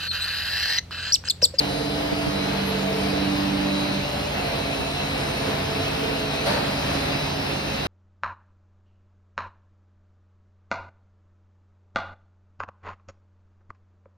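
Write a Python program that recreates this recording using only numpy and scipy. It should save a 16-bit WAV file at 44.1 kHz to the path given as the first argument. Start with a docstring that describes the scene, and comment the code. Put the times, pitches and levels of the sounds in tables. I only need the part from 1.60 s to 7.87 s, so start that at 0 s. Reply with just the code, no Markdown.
"""Hydraulic moulding machine in a workshop

Heard from a few steps away between hard walls, a pump drones under load and then unloads, while
neighbouring pumps sag in pitch as their pressure builds. Motors hum, an inverter whines, fans and oil
rush, and loose parts squeal and chatter. A valve shifts, and the oil shock excites the resonances of
the steel frame in a clunk that rings in the hall."""
import sys
import numpy as np
from scipy import signal
from scipy.fft import rfft, irfft, next_fast_len
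from scipy.io import wavfile
from scipy.ndimage import uniform_filter1d, map_coordinates

SR = 44100
rng = np.random.default_rng(int(sys.argv[2]) if len(sys.argv) > 2 else 0)


def digitize_waveform(pressure):
    """Quantize a signal to 16-bit integers and store it at the path in sys.argv[1].

    Rows of a 2-D input are taken as channels; values are limited to [-1, 1].
    """
    field = np.atleast_2d(pressure).T
    bounded = np.clip(field, -1, 1)
    quanta = np.round(bounded * 32767).astype(np.int16)
    wavfile.write(sys.argv[1], SR, quanta)


N = 276507
T = np.arange(N) / SR
SIDES = np.array([[1], [-1]])  # left, right


def amp(db):
    """Decibels to amplitude ratio."""
    return 10 ** (np.asarray(db) / 20)


def unit(x):
    """Normalisation to rms 1."""
    return x / np.sqrt(np.mean(x ** 2) + 1e-20)


def along(points, hz):
    """Interpolation of (Hz, value) points on a logarithmic frequency axis."""
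    knots_hz, values = np.transpose(points)
    return np.interp(np.log(hz + 1), np.log(knots_hz + 1), values)


def curve(points):
    """Linear interpolation of (seconds, value) points at every sample."""
    return np.interp(T, *np.transpose(points))


def bell(centre_s, half_s):
    """Gaussian envelope with a peak of 1."""
    return np.exp(-((T - centre_s) / half_s) ** 2)


def swells_db(rows):
    """Summed Gaussian rises in level."""
    return sum(db * bell(centre, half) for centre, half, db in rows)


def gusts(rows):
    """Summed Gaussian bursts in amplitude."""
    return sum(amp(db) * bell(centre, half) for centre, half, db in rows)


def gate(start, end, edge_s):
    """A smooth window that opens at the start and closes at the end."""
    return (1 + np.tanh((T - start) / edge_s)) * (1 + np.tanh((end - T) / edge_s)) / 4


def stepping(close_db, back_db, at_s):
    """Standing waves: a level changes as the listener steps back through them."""
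    return close_db + (back_db - close_db) * gate(at_s, np.inf, edge_s=.42)


def wobble(rate):
    """Smooth random modulation with rate knots a second."""
    coarse = T[::128]
    knots = rng.standard_normal(512)
    return np.interp(T, coarse, map_coordinates(knots, [coarse * rate], mode="wrap"))


def filtered(x, response):
    """Linear filtering: the spectrum is multiplied by a frequency response."""
    size = next_fast_len(N + SR // 2)
    return irfft(rfft(x, size) * response(np.fft.rfftfreq(size, 1 / SR)), size)[..., :N]


def noise(spectrum):
    """Noise of rms 1, coloured by (Hz, dB) points."""
    return unit(filtered(rng.standard_normal(N), lambda hz: amp(along(spectrum, hz))))


def from_left(x, lead_ms):
    """Path difference: an off-centre source reaches the left microphone first."""
    return filtered(x, lambda hz: np.exp(1j * np.pi * hz * lead_ms / 1000 * SIDES))


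# Coherence of the hall's field. Each row: frequency in Hz, left-right correlation.
COHERENCE = [(150, 0.99), (300, 0.89), (420, -0.069), (600, -0.25), (800, 0.083), (1200, -0.08),
             (1600, 0.52), (2500, -0.14)]

def diffuse(spectrum):
    """Diffuse field: noise from all around is alike at both sides in the bass, much less so above."""
    angle = lambda hz: np.arccos(np.clip(along(COHERENCE, hz), -1, 1)) / 2
    response = lambda hz: amp(along(spectrum, hz)) * [np.cos(angle(hz)), np.sin(angle(hz))]
    mid, side = filtered(rng.standard_normal((2, N)), response)
    return unit(np.array([mid + side, mid - side]))


def tone(hz, db, scatter, rate, spread, lead=0):
    """Interference of a direct tone with wandering wall echoes; the left leads by lead radians."""
    echo = lambda: (wobble(rate) + 1j * wobble(rate)) / np.sqrt(2)
    common = (1 + scatter * echo()) * np.exp(.5j * lead * SIDES)
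    opposed = spread * echo() * SIDES
    field = (common + opposed) / np.sqrt(1 + scatter ** 2)
    phase = 2 * np.pi * (np.cumsum(hz + np.zeros(N)) / SR + rng.random())
    return np.sqrt(2) * amp(db) * (field.real * np.sin(phase) + field.imag * np.cos(phase))


LOAD_S, UNLOAD_S, IDLE_S = .71, 2.45, 2.56  # the pump takes its load, sheds it and falls to idle
# Shaft harmonics that ignore the load. Each row: multiple of the shaft rate, level in dB.
SHAFT_ORDERS = [(1, -48), (3, -37.5), (5, -48.5)]
# Envelope of the sixth harmonic. Each row: time in seconds, level in dB.
SIXTH_LEVEL = [(0.06, -35.5), (0.59, -32.5), (1.19, -40), (1.7, -28), (2.27, -30), (2.48, -46), (2.5, -41)]

def working_pump(shaft_hz=48.9, drone_hz=194.5, idle_db=-54.3, running_db=-40.8, loaded_db=-29.8):
    """Periodic pressure ripple: the pump sounds shaft harmonics and a drone that grows with load."""
    edge_s = .16
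    running = 1 - gate(IDLE_S, np.inf, edge_s)
    loaded = gate(LOAD_S, UNLOAD_S + edge_s / 2, edge_s)
    lingering = 1 - gate(IDLE_S + .58, np.inf, edge_s)
    drone_db = idle_db + (running_db - idle_db) * running + (loaded_db - running_db) * loaded
    twelfth_db = -51 + 11 * bell(UNLOAD_S, half_s=.76)
    out = sum(tone(k * shaft_hz, db, scatter=.14, rate=6.7, spread=.033) for k, db in SHAFT_ORDERS)
    out += tone(drone_hz, drone_db, scatter=.06, rate=7, spread=.05)
    sixth = tone(6 * shaft_hz, curve(SIXTH_LEVEL), scatter=.034, rate=5.4, spread=.039, lead=.13)
    twelfth = tone(12 * shaft_hz, twelfth_db, scatter=.1, rate=5.16, spread=1)
    return out + running * sixth * amp([[-1.5], [1]]) + lingering * twelfth * amp([[2.5], [-2]])


# Pump strokes. Each row: start, meeting with the load and end in seconds, speed as a share of
# normal, gain of the gear tones in dB.
PUMP_STROKES = [(-.37, 1.2, 1.58, .996, .3), (2.7, 4.3, 5.12, 1.0, -.5)]
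# Gear tones. Each row: frequency at normal speed in Hz, levels in dB while the ram travels and while
# it presses, boost under strain in dB.
GEAR_TONES = [(459, -45, -42, 4), (521, -42.5, -44, 0), (698, -44, -44.5, 2)]
# Envelopes of the vane tone and the moan. Each row: time in seconds, relative level in dB.
VANE_LEVEL = [(0.0, -40), (0.62, -43), (0.67, -51), (1.0, -34), (1.23, -40), (1.31, -27), (1.42, -39),
              (1.59, -44), (3.43, -46), (4.23, -38.5), (4.31, -46), (4.36, -33.5), (5.27, -45), (5.6, -50)]
MOAN_LEVEL = [(.2, -45), (.32, -34.5), (.72, -38), (1.05, -49), (1.28, -33), (1.5, -44), (2.75, -58),
              (2.93, -35.5), (3.2, -41.5), (3.52, -49), (3.7, -43), (4.15, -37.5), (4.36, -41.5),
              (4.72, -40), (5.05, -42)]

def labouring_pumps(vane_hz=440, moan_hz=660, sag_per_s=.005, press_drop=.01346):
    """Pitch follows shaft speed: rising oil pressure slows the motor, so its tones sink together."""
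    out = np.zeros((2, N))
    for start, meet, end, pace, gain_db in PUMP_STROKES:
        age = np.maximum(T - start, 0)
        overspeed = .03 * np.exp(-age / .2984)  # a stroke starts fast and settles
        pressing = np.clip((T - meet) / .091, 0, 1)
        speed = pace + overspeed + sag_per_s * (meet - T) - press_drop * pressing
        strain = bell(meet + .14, half_s=.11)
        running = gate(start, end, edge_s=.066)
        for hz, travel_db, press_db, strain_db in GEAR_TONES:
            shudder_db = strain * (strain_db + 2 * wobble(40))
            db = gain_db + travel_db + (press_db - travel_db) * pressing + shudder_db
            out += running * tone(hz * speed, db, scatter=.7, rate=9, spread=.52, lead=1.25)
        wavering_hz = vane_hz * speed + 6 * strain * wobble(45)
        vane = tone(wavering_hz, curve(VANE_LEVEL) - 1, scatter=.78, rate=13, spread=.25, lead=.46)
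        moan = tone(moan_hz * speed, curve(MOAN_LEVEL), scatter=.46, rate=16, spread=.35, lead=1)
        out += running * (vane + moan)
    return out


# Idling motors and panels. Each row: frequency in Hz, levels in dB close by and a step back.
MOTOR_HUM = [(66.7, -45.5, -46), (74, -51, -56), (88.5, -55, -44.5), (100, -47, -48.5), (106.8, -56, -51),
             (123.5, -49.5, -48.5), (134.4, -44.5, -45.5), (198.9, -46, -43.5), (227.2, -56, -47.5),
             (277.2, -41, -40.5), (355, -52.5, -53), (415.5, -47.5, -46.5), (615, -60, -56)]

def hall_hum():
    """Multipath fading: far motors arrive mostly by echo, so their tones waver over a low boom."""
    boom = noise([(250, -33), (270, 21.5), (285, 22), (310, -62)])
    hum = sum(tone(hz, stepping(close, back, IDLE_S), scatter=.46, rate=4.1, spread=.077)
              for hz, close, back in MOTOR_HUM)
    return hum + boom * amp(stepping(-50.5, -44.5, IDLE_S))


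# Envelopes of the three strong sidebands, the strong whistle, the weak sidebands and the top whistles.
# Each row: time in seconds, relative level in dB.
LOWER_LEVEL = [(0, -49), (.12, -45), (.45, -51), (.58, -59), (.75, -47), (1.0, -51), (1.35, -50),
               (1.62, -43), (2.0, -54), (2.15, -40), (2.45, -48), (2.8, -56), (2.95, -47), (3.6, -46),
               (4.3, -50), (4.8, -45), (5.2, -50), (5.6, -43.5), (5.88, -50), (6.27, -44)]
MIDDLE_LEVEL = [(0, -46), (.1, -43), (.35, -45), (.6, -57), (.82, -47), (1.05, -53), (1.3, -48), (1.5, -53),
                (1.83, -46), (1.97, -52), (2.12, -43), (2.35, -52), (2.6, -46), (3.1, -50), (3.35, -45),
                (4.1, -57), (4.65, -46), (6.27, -49)]
UPPER_LEVEL = [(0, -54), (.1, -49), (.6, -59), (.8, -46), (1.1, -46), (1.3, -55), (1.85, -48), (2.07, -54),
               (2.3, -45), (2.7, -54), (2.85, -45), (3.35, -56), (3.9, -53), (5.7, -56), (6.27, -50)]
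WHISTLE_LEVEL = [(0, -56), (.27, -52), (.5, -62), (.9, -57), (1.25, -66), (2.5, -56), (2.85, -55),
                 (3.1, -62), (3.65, -62), (3.85, -51), (4.45, -52), (4.85, -57), (5.1, -48), (5.85, -47),
                 (6.27, -52)]
COMB_LEVEL = [(0, 1), (.3, 1), (.6, -7), (.78, 3), (1.15, 1), (1.3, -3), (1.6, 4), (2.0, -3), (2.2, 4),
              (2.7, -4), (2.85, 3), (3.4, -1), (3.9, 0)]
TOP_LEVEL = [(0, -2), (.5, 1), (.8, -7), (1.05, 0), (1.46, 5), (1.63, -12), (1.78, 3), (2.1, -3),
             (2.3, -10), (2.45, 3), (3.3, -4), (3.8, 0), (6.15, 0), (6.27, -8)]
# Weak sidebands. Each row: offset from the carrier in multiples of the drive frequency, relative
# levels in dB close by and a step back.
WEAK_SIDEBANDS = [(-9, -53, -52), (-7, -60, -60), (-5, -57, -58), (-1, -53, -55), (1, -52, -53.5),
                  (7, -54, -58), (9, -61, -61), (11, -56, -51)]
# Motor whistles, then the faint top whistles near multiples of the carrier. 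Each row: frequency in Hz,
# relative levels in dB close by and a step back.
MOTOR_WHISTLES = [(3010, -57, -65), (3618, -59, -59), (4382, -52.5, -52.5), (4560, -58, -58),
                  (4689, -55, -57), (4748, -56, -60), (4867, -51.5, -58), (4926, -51.5, -63),
                  (5109, -55, -60), (5169, -61, -61), (5281, -63, -56)]
TOP_WHISTLES = [(8290, -67, -67), (8651, -70, -70), (11902, -59.5, -74), (12091, -61.5, -58)]

def inverter(carrier_hz=3999.6, drive_hz=29.9, whistle_hz=5049, step_back_s=2.2, rasp_db=-66):
    """Modulation sidebands: switching makes the motor iron sing in a comb of tones over a rasp."""
    sideband = lambda order: carrier_hz + order * drive_hz
    level = lambda close, back: stepping(close, back, step_back_s)
    comb_db, top_db = curve(COMB_LEVEL), curve(TOP_LEVEL)
    strong = lambda hz, db, lead: tone(hz, db, scatter=.12, rate=5, spread=.4, lead=lead)
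    out = strong(sideband(-3), curve(LOWER_LEVEL) + 2, lead=1.1)
    out += strong(sideband(3), curve(MIDDLE_LEVEL) + .5, lead=.5)
    out += strong(sideband(5), curve(UPPER_LEVEL) + .5, lead=.5)
    out += strong(whistle_hz, curve(WHISTLE_LEVEL), lead=.4)
    for order, close, back in WEAK_SIDEBANDS:
        out += tone(sideband(order), level(close, back) + comb_db, scatter=.64, rate=5, spread=1, lead=.28)
    for hz, close, back in MOTOR_WHISTLES:
        out += tone(hz, level(close, back), scatter=.57, rate=6, spread=1, lead=.26)
    for hz, close, back in TOP_WHISTLES:
        out += tone(hz, level(close, back) + top_db, scatter=.3, rate=9, spread=.2, lead=1.7)
    rasp = noise([(3650, -40), (3950, 7), (4150, 22), (4400, -7), (4700, -58)])
    return out + amp(rasp_db + comb_db) * rasp


# Spectrum of the broad rush, with a deep notch near 7 kHz.
# Each row: frequency in Hz, relative spectral density in dB.
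RUSH_SPECTRUM = [(20, -38), (38, -8), (55, 0.5), (80, 2), (140, 0.5), (270, 2), (370, -0.5), (570, 2.5),
                 (720, 3), (1000, -2.5), (1600, -5.5), (3200, -7.5), (5200, -19.5), (7000, -77),
                 (12000, -22)]
# Swells of the rush. Each row: centre and half length in seconds, rise in dB.
RUSH_RISES = [(1.6, 1.0, 0), (3.95, 0.6, 1)]

def fans(level_db=-29):
    """Broadband flow noise: the fans fill the hall with a diffuse rush that drifts and flutters."""
    wander_db = -1.03 * wobble(2.7) + .67 * wobble(12)
    return amp(level_db + swells_db(RUSH_RISES) + wander_db) * diffuse(RUSH_SPECTRUM)


def patchy(x, depth_db):
    """Grainy hiss: short patches of the spectrum grow and fade, less so at the top."""
    hz, _, spectra = signal.stft(x, SR, nperseg=512)
    patches = uniform_filter1d(rng.standard_normal(spectra.shape), size=4, axis=0)
    patches = unit(uniform_filter1d(patches, size=12, axis=1))
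    depth_share = along([(3000, .58), (7000, .32)], hz)[:, None]
    _, out = signal.istft(spectra * amp(depth_db * depth_share * patches), SR, nperseg=512)
    return unit(out[:N])


# Spectrum of throttled oil. Each row: frequency in Hz, relative spectral density in dB.
OIL_SPECTRUM = [(400, -19), (900, 2), (1200, -1.5), (1500, -6), (2000, -1), (2600, 4.5), (3300, 0.5),
                (4400, -2), (5500, -3), (8000, -11), (12200, -15)]
# Surges of the flow. Each row: centre and half length in seconds, rise in dB.
OIL_RISES = [(1.4, 0.8, 1), (4.2, 0.98, 2), (5.33, 0.34, 2)]

def oil_hiss(level_db=-36):
    """Flow noise: oil forced through a throttle hisses, louder as the flow surges."""
    flutter_db = .67 * wobble(15)
    return amp(level_db + swells_db(OIL_RISES) + flutter_db) * patchy(noise(OIL_SPECTRUM), depth_db=6)


# Puffs of air. Each row: centre and half length in seconds, relative level in dB.
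AIR_PUFFS = [(.2, 0.16, -45), (1.45, 0.11, -47), (3.1, .35, -51), (3.72, 0.2, -45), (5.33, 0.12, -47)]

def air_leak():
    """Jet noise: escaping air gives a steady high hiss with puffs on top."""
    flow = amp(-52.5) + gusts(AIR_PUFFS)
    flutter = amp(-4 + 1.3 * wobble(17))
    return flow * flutter * noise([(4000, -23), (6000, -8), (9000, -1.5), (12000, -6)])


# Gusts in the pipes. Each row: centre and half length in seconds, level in dB.
PIPE_GUSTS = [(.1, 0.39, -37.5), (.63, 0.089, -46), (1.3, 0.082, -34.5), (1.55, 0.14, -33),
              (2.95, 0.37, -38.5), (4.55, 0.49, -49)]

def pipe_churn():
    """Unsteady flow: oil churns in the pipes as the pressure changes, giving band-limited noise."""
    flutter = amp(3 * wobble(20))
    churn = noise([(330, -42), (440, -1.5), (580, -8.5), (700, -.5), (900, -46), (1500, -85)])
    return gusts(PIPE_GUSTS) * flutter * from_left(churn, lead_ms=.46)


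# Soft pops at the microphone. Each row: start in seconds, peak level in dB, decay time in seconds.
MICROPHONE_POPS = [(.524, -16, 0.0031), (.667, -19, 0.0043), (.68, -23, 0.0024), (3.195, -28, 0.0063)]

def pops(start_hz=1300, fall_s=.00167):
    """Antiphase pulses: short pops fall in pitch and push the two microphone ports opposite ways."""
    out = np.zeros(N)
    for start, db, decay_s in MICROPHONE_POPS:
        age = np.maximum(T - start, 0)
        envelope = age / decay_s * np.exp(1 - age / decay_s)
        cycles = start_hz * fall_s * np.log1p(age / fall_s)
        out += amp(db) * envelope * np.sin(2 * np.pi * cycles)
    return SIDES * out


# Squeaks. Each row: start and end in seconds, pitch in Hz, glide in Hz per second, relative level in dB.
SQUEAKS = [(.78, .86, 2180, 1500, -47), (.88, .95, 2560, 0, -47), (1.0, 1.2, 2560, 500, -50),
           (1.22, 1.47, 3100, 0, -50), (1.33, 1.37, 2850, 0, -43), (1.36, 1.52, 2430, -1400, -48),
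           (1.54, 1.6, 2675, 0, -40), (1.64, 1.78, 2850, 0, -45.5), (1.84, 1.9, 2690, 0, -44),
           (2.05, 2.12, 2695, 0, -45), (2.17, 2.29, 2692, 0, -45), (2.35, 2.53, 2698, 0, -44.5),
           (2.43, 2.68, 2875, 0, -46), (2.75, 2.81, 2680, 0, -43.5), (2.92, 3.08, 2655, 0, -46),
           (3.12, 3.29, 2645, 0, -44), (3.38, 3.52, 2645, 0, -47), (3.75, 3.9, 2645, 0, -46),
           (4.11, 4.17, 2665, 0, -46), (4.24, 4.44, 2630, -100, -45.5), (4.52, 4.6, 2630, 0, -47),
           (4.77, 4.85, 2615, -100, -44), (5.25, 5.38, 2645, 0, -48), (5.52, 5.72, 2650, 0, -46),
           (5.8, 6.22, 2665, 100, -46)]

def squeal(gain_db=3):
    """Stick-slip friction: a rubbing part catches and lets go in thin, wavering squeaks."""
    catching = unit(.75 + .25 * np.tanh(2.5 * wobble(30)))
    waver_hz = 6 * wobble(30)
    out = np.zeros((2, N))
    for start, end, hz, glide, db in SQUEAKS:
        pitch_hz = hz + glide * (T - start) + waver_hz
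        rub = tone(pitch_hz, db, scatter=.45, rate=35, spread=.45, lead=1.6)
        out += gate(start, end, edge_s=.012) * rub
    return amp(gain_db) * catching * out


# The chatter grows as a ram meets its load. Each row: centre and half length in seconds, rise in dB.
RATTLE_RISES = [(1.15, 0.32, 0.5), (4.4, 0.45, 2)]

def rattle(start_s=.78, contacts_per_s=170, centre_hz=2556, t60=.12, level_db=-43):
    """Impact excitation: loose steel fittings ring briefly, each contact with its own pitch and place."""
    age = np.arange(SR // 16) / SR
    count = int(contacts_per_s * (T[-1] - start_s))
    pitch, size, place = rng.standard_normal((count, 3)).T[:, :, None]
    starts = rng.uniform(start_s, T[-1], count)
    hz = centre_hz * np.exp(.075 * pitch)
    envelope = amp(2 * size - 60 * age / t60) * (1 - np.exp(-age / .0013))
    lead_s = (.13 + .066 * place) / 1000
    index = (starts * SR).astype(int)[:, None] + np.arange(len(age))
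    channels = []
    for side in (.5, -.5):
        rings = envelope * np.sin(2 * np.pi * hz * (age + side * lead_s))
        channels.append(np.bincount(index.ravel(), rings.ravel(), N)[:N])
    return amp(level_db + swells_db(RATTLE_RISES)) * unit(np.array(channels))


def peep(centre_s=1.085, half_s=.03):
    """A tone burst: one short, very high squeak."""
    envelope = np.exp(-((T - centre_s) / half_s) ** 4)
    return envelope * tone(hz=11300, db=-46.5, scatter=.3, rate=20, spread=.3)


# Notes of the valve. Each row: start and end in seconds, frequency in Hz, level in dB.
VALVE_TONES = [(1.98, 2.6, 565, -45), (4.88, 5.698, 563, -41.5), (5.877, 6.3, 544, -43)]

def valve(hiss_db=-53):
    """Flow-induced oscillation: oil sings in the shifted valve, and hisses in it after the clunk."""
    notes = sum(gate(start, end, edge_s=.091) * tone(hz, db, scatter=.72, rate=28, spread=.46)
                for start, end, hz, db in VALVE_TONES)
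    hiss = diffuse([(3500, -40), (5200, 10), (6200, 14), (7200, -32), (9000, -42)])
    last_shock_s = SHOCKS[-1][0]
    return notes + amp(hiss_db) * gate(last_shock_s + .22, np.inf, edge_s=.1) * hiss


LAG_S = .011  # the heavy frame and cabinet answer this long after the clatter
# Oil shocks as the valve shifts and its ram stops. Each row: start in seconds, relative level in dB,
# rise time in seconds, frequency of the cabinet's knock in Hz, level of that knock in dB.
SHOCKS = [(4.852, -21.5, 0.0079, 575, -21.5), (4.915, -28.5, .006, 622, -25)]
# Modes of the steel frame. Each row: frequency and half width in Hz, relative level in dB.
FRAME_MODES = [(187, 25, 4.5), (338, 65, -1), (590, 41, 10), (675, 40, -5), (910, 49, 2), (1650, 28, -10),
               (1840, 25, -1), (4480, 150, -12)]
# Spectrum of the frame's clatter. Each row: frequency in Hz, relative level in dB.
CLATTER_SPECTRUM = [(60, -40), (200, -6), (700, -3), (1300, -1), (1900, -4), (3000, -6), (4700, -5),
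                    (6200, -19), (7300, -23), (9300, -15.5), (12000, -18.5)]

def clunks(low_t60=1.05, clatter_t60=.33, split_hz=2500, gain_db=2):
    """Hydraulic shock excites the frame's modes; clatter comes first, and the hall holds the lows."""
    def response(hz):
        modes = sum(amp(db) / (1 + ((hz - centre) / width) ** 2) for centre, width, db in FRAME_MODES)
        return np.hypot(modes, amp(along(CLATTER_SPECTRUM, hz)))

    def envelope(t60, delay_s):
        energy = np.zeros(N)
        for start, db, rise_s, _, _ in SHOCKS:
            age = np.maximum(T - start - delay_s, 0)
            energy += (amp(db - 60 * age / t60) * (1 - np.exp(-age / rise_s))) ** 2
        return np.sqrt(energy)

    white = diffuse([(20, 0), (20000, 0)])
    ring = unit(filtered(white, response))
    low = filtered(ring, lambda hz: 1 / (1 + (hz / split_hz) ** 2))
    clatter = ring - low
    return amp(gain_db) * (low * envelope(low_t60, LAG_S) + clatter * envelope(clatter_t60, 0))


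def ringing_rod(centre_hz=4460, half_width_hz=160, level_db=-35.5, t60=1.9):
    """Light damping: high steel modes struck by the first shock ring on long after the clatter."""
    age = np.maximum(T - SHOCKS[0][0], 0)
    resonance = lambda hz: 1 / (1 + ((hz - centre_hz) / half_width_hz) ** 2)
    modes = unit(filtered(rng.standard_normal((2, N)), resonance))
    return modes * amp(level_db - 60 * age / t60) * (1 - np.exp(-age / .01))


def knocks(t60=.17):
    """Damped resonance: each shock rings the hollow cabinet at one pitch."""
    out = np.zeros((2, N))
    for start, _, rise_s, hz, db in SHOCKS:
        age = np.maximum(T - start - LAG_S, 0)
        ring = tone(hz, db - 60 * age / t60, scatter=.29, rate=45, spread=.3, lead=.8)
        out += (1 - np.exp(-age / rise_s)) * ring
    return out


# Lean of the sound to one side. Each row: frequency in Hz, left minus right level in dB.
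BALANCE = [(60, -0.3), (150, -2.5), (250, -3), (400, -7.5), (560, 0), (750, -0.5), (1200, 3), (2500, 0.5),
           (4200, -1), (5000, -2), (7000, 0)]

def scene():
    """Superposition: all sources add, with the machine's low body leaning to the right."""
    shop = working_pump() + labouring_pumps() + valve() + hall_hum() + inverter()
    shop += squeal() + rattle() + peep()
    shop += fans() + from_left(oil_hiss() + air_leak(), lead_ms=.2032) + pipe_churn()
    shop += clunks() + knocks() + ringing_rod()
    return filtered(shop, lambda hz: amp(SIDES / 2 * along(BALANCE, hz))) + pops()


# Treble roll-off: the sound dulls steeply above about 12.4 kHz. Each row: frequency in Hz, gain in dB.
TREBLE_ROLL_OFF = [(12350, 0), (12900, -22), (15000, -34)]

def record(dry):
    """Band limiting: the top treble rolls off, and nothing passes above 15.7 kHz."""
    return filtered(dry, lambda hz: amp(along(TREBLE_ROLL_OFF, hz)) * (hz < 15700))


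dry = scene()
out = record(dry)
digitize_waveform(out)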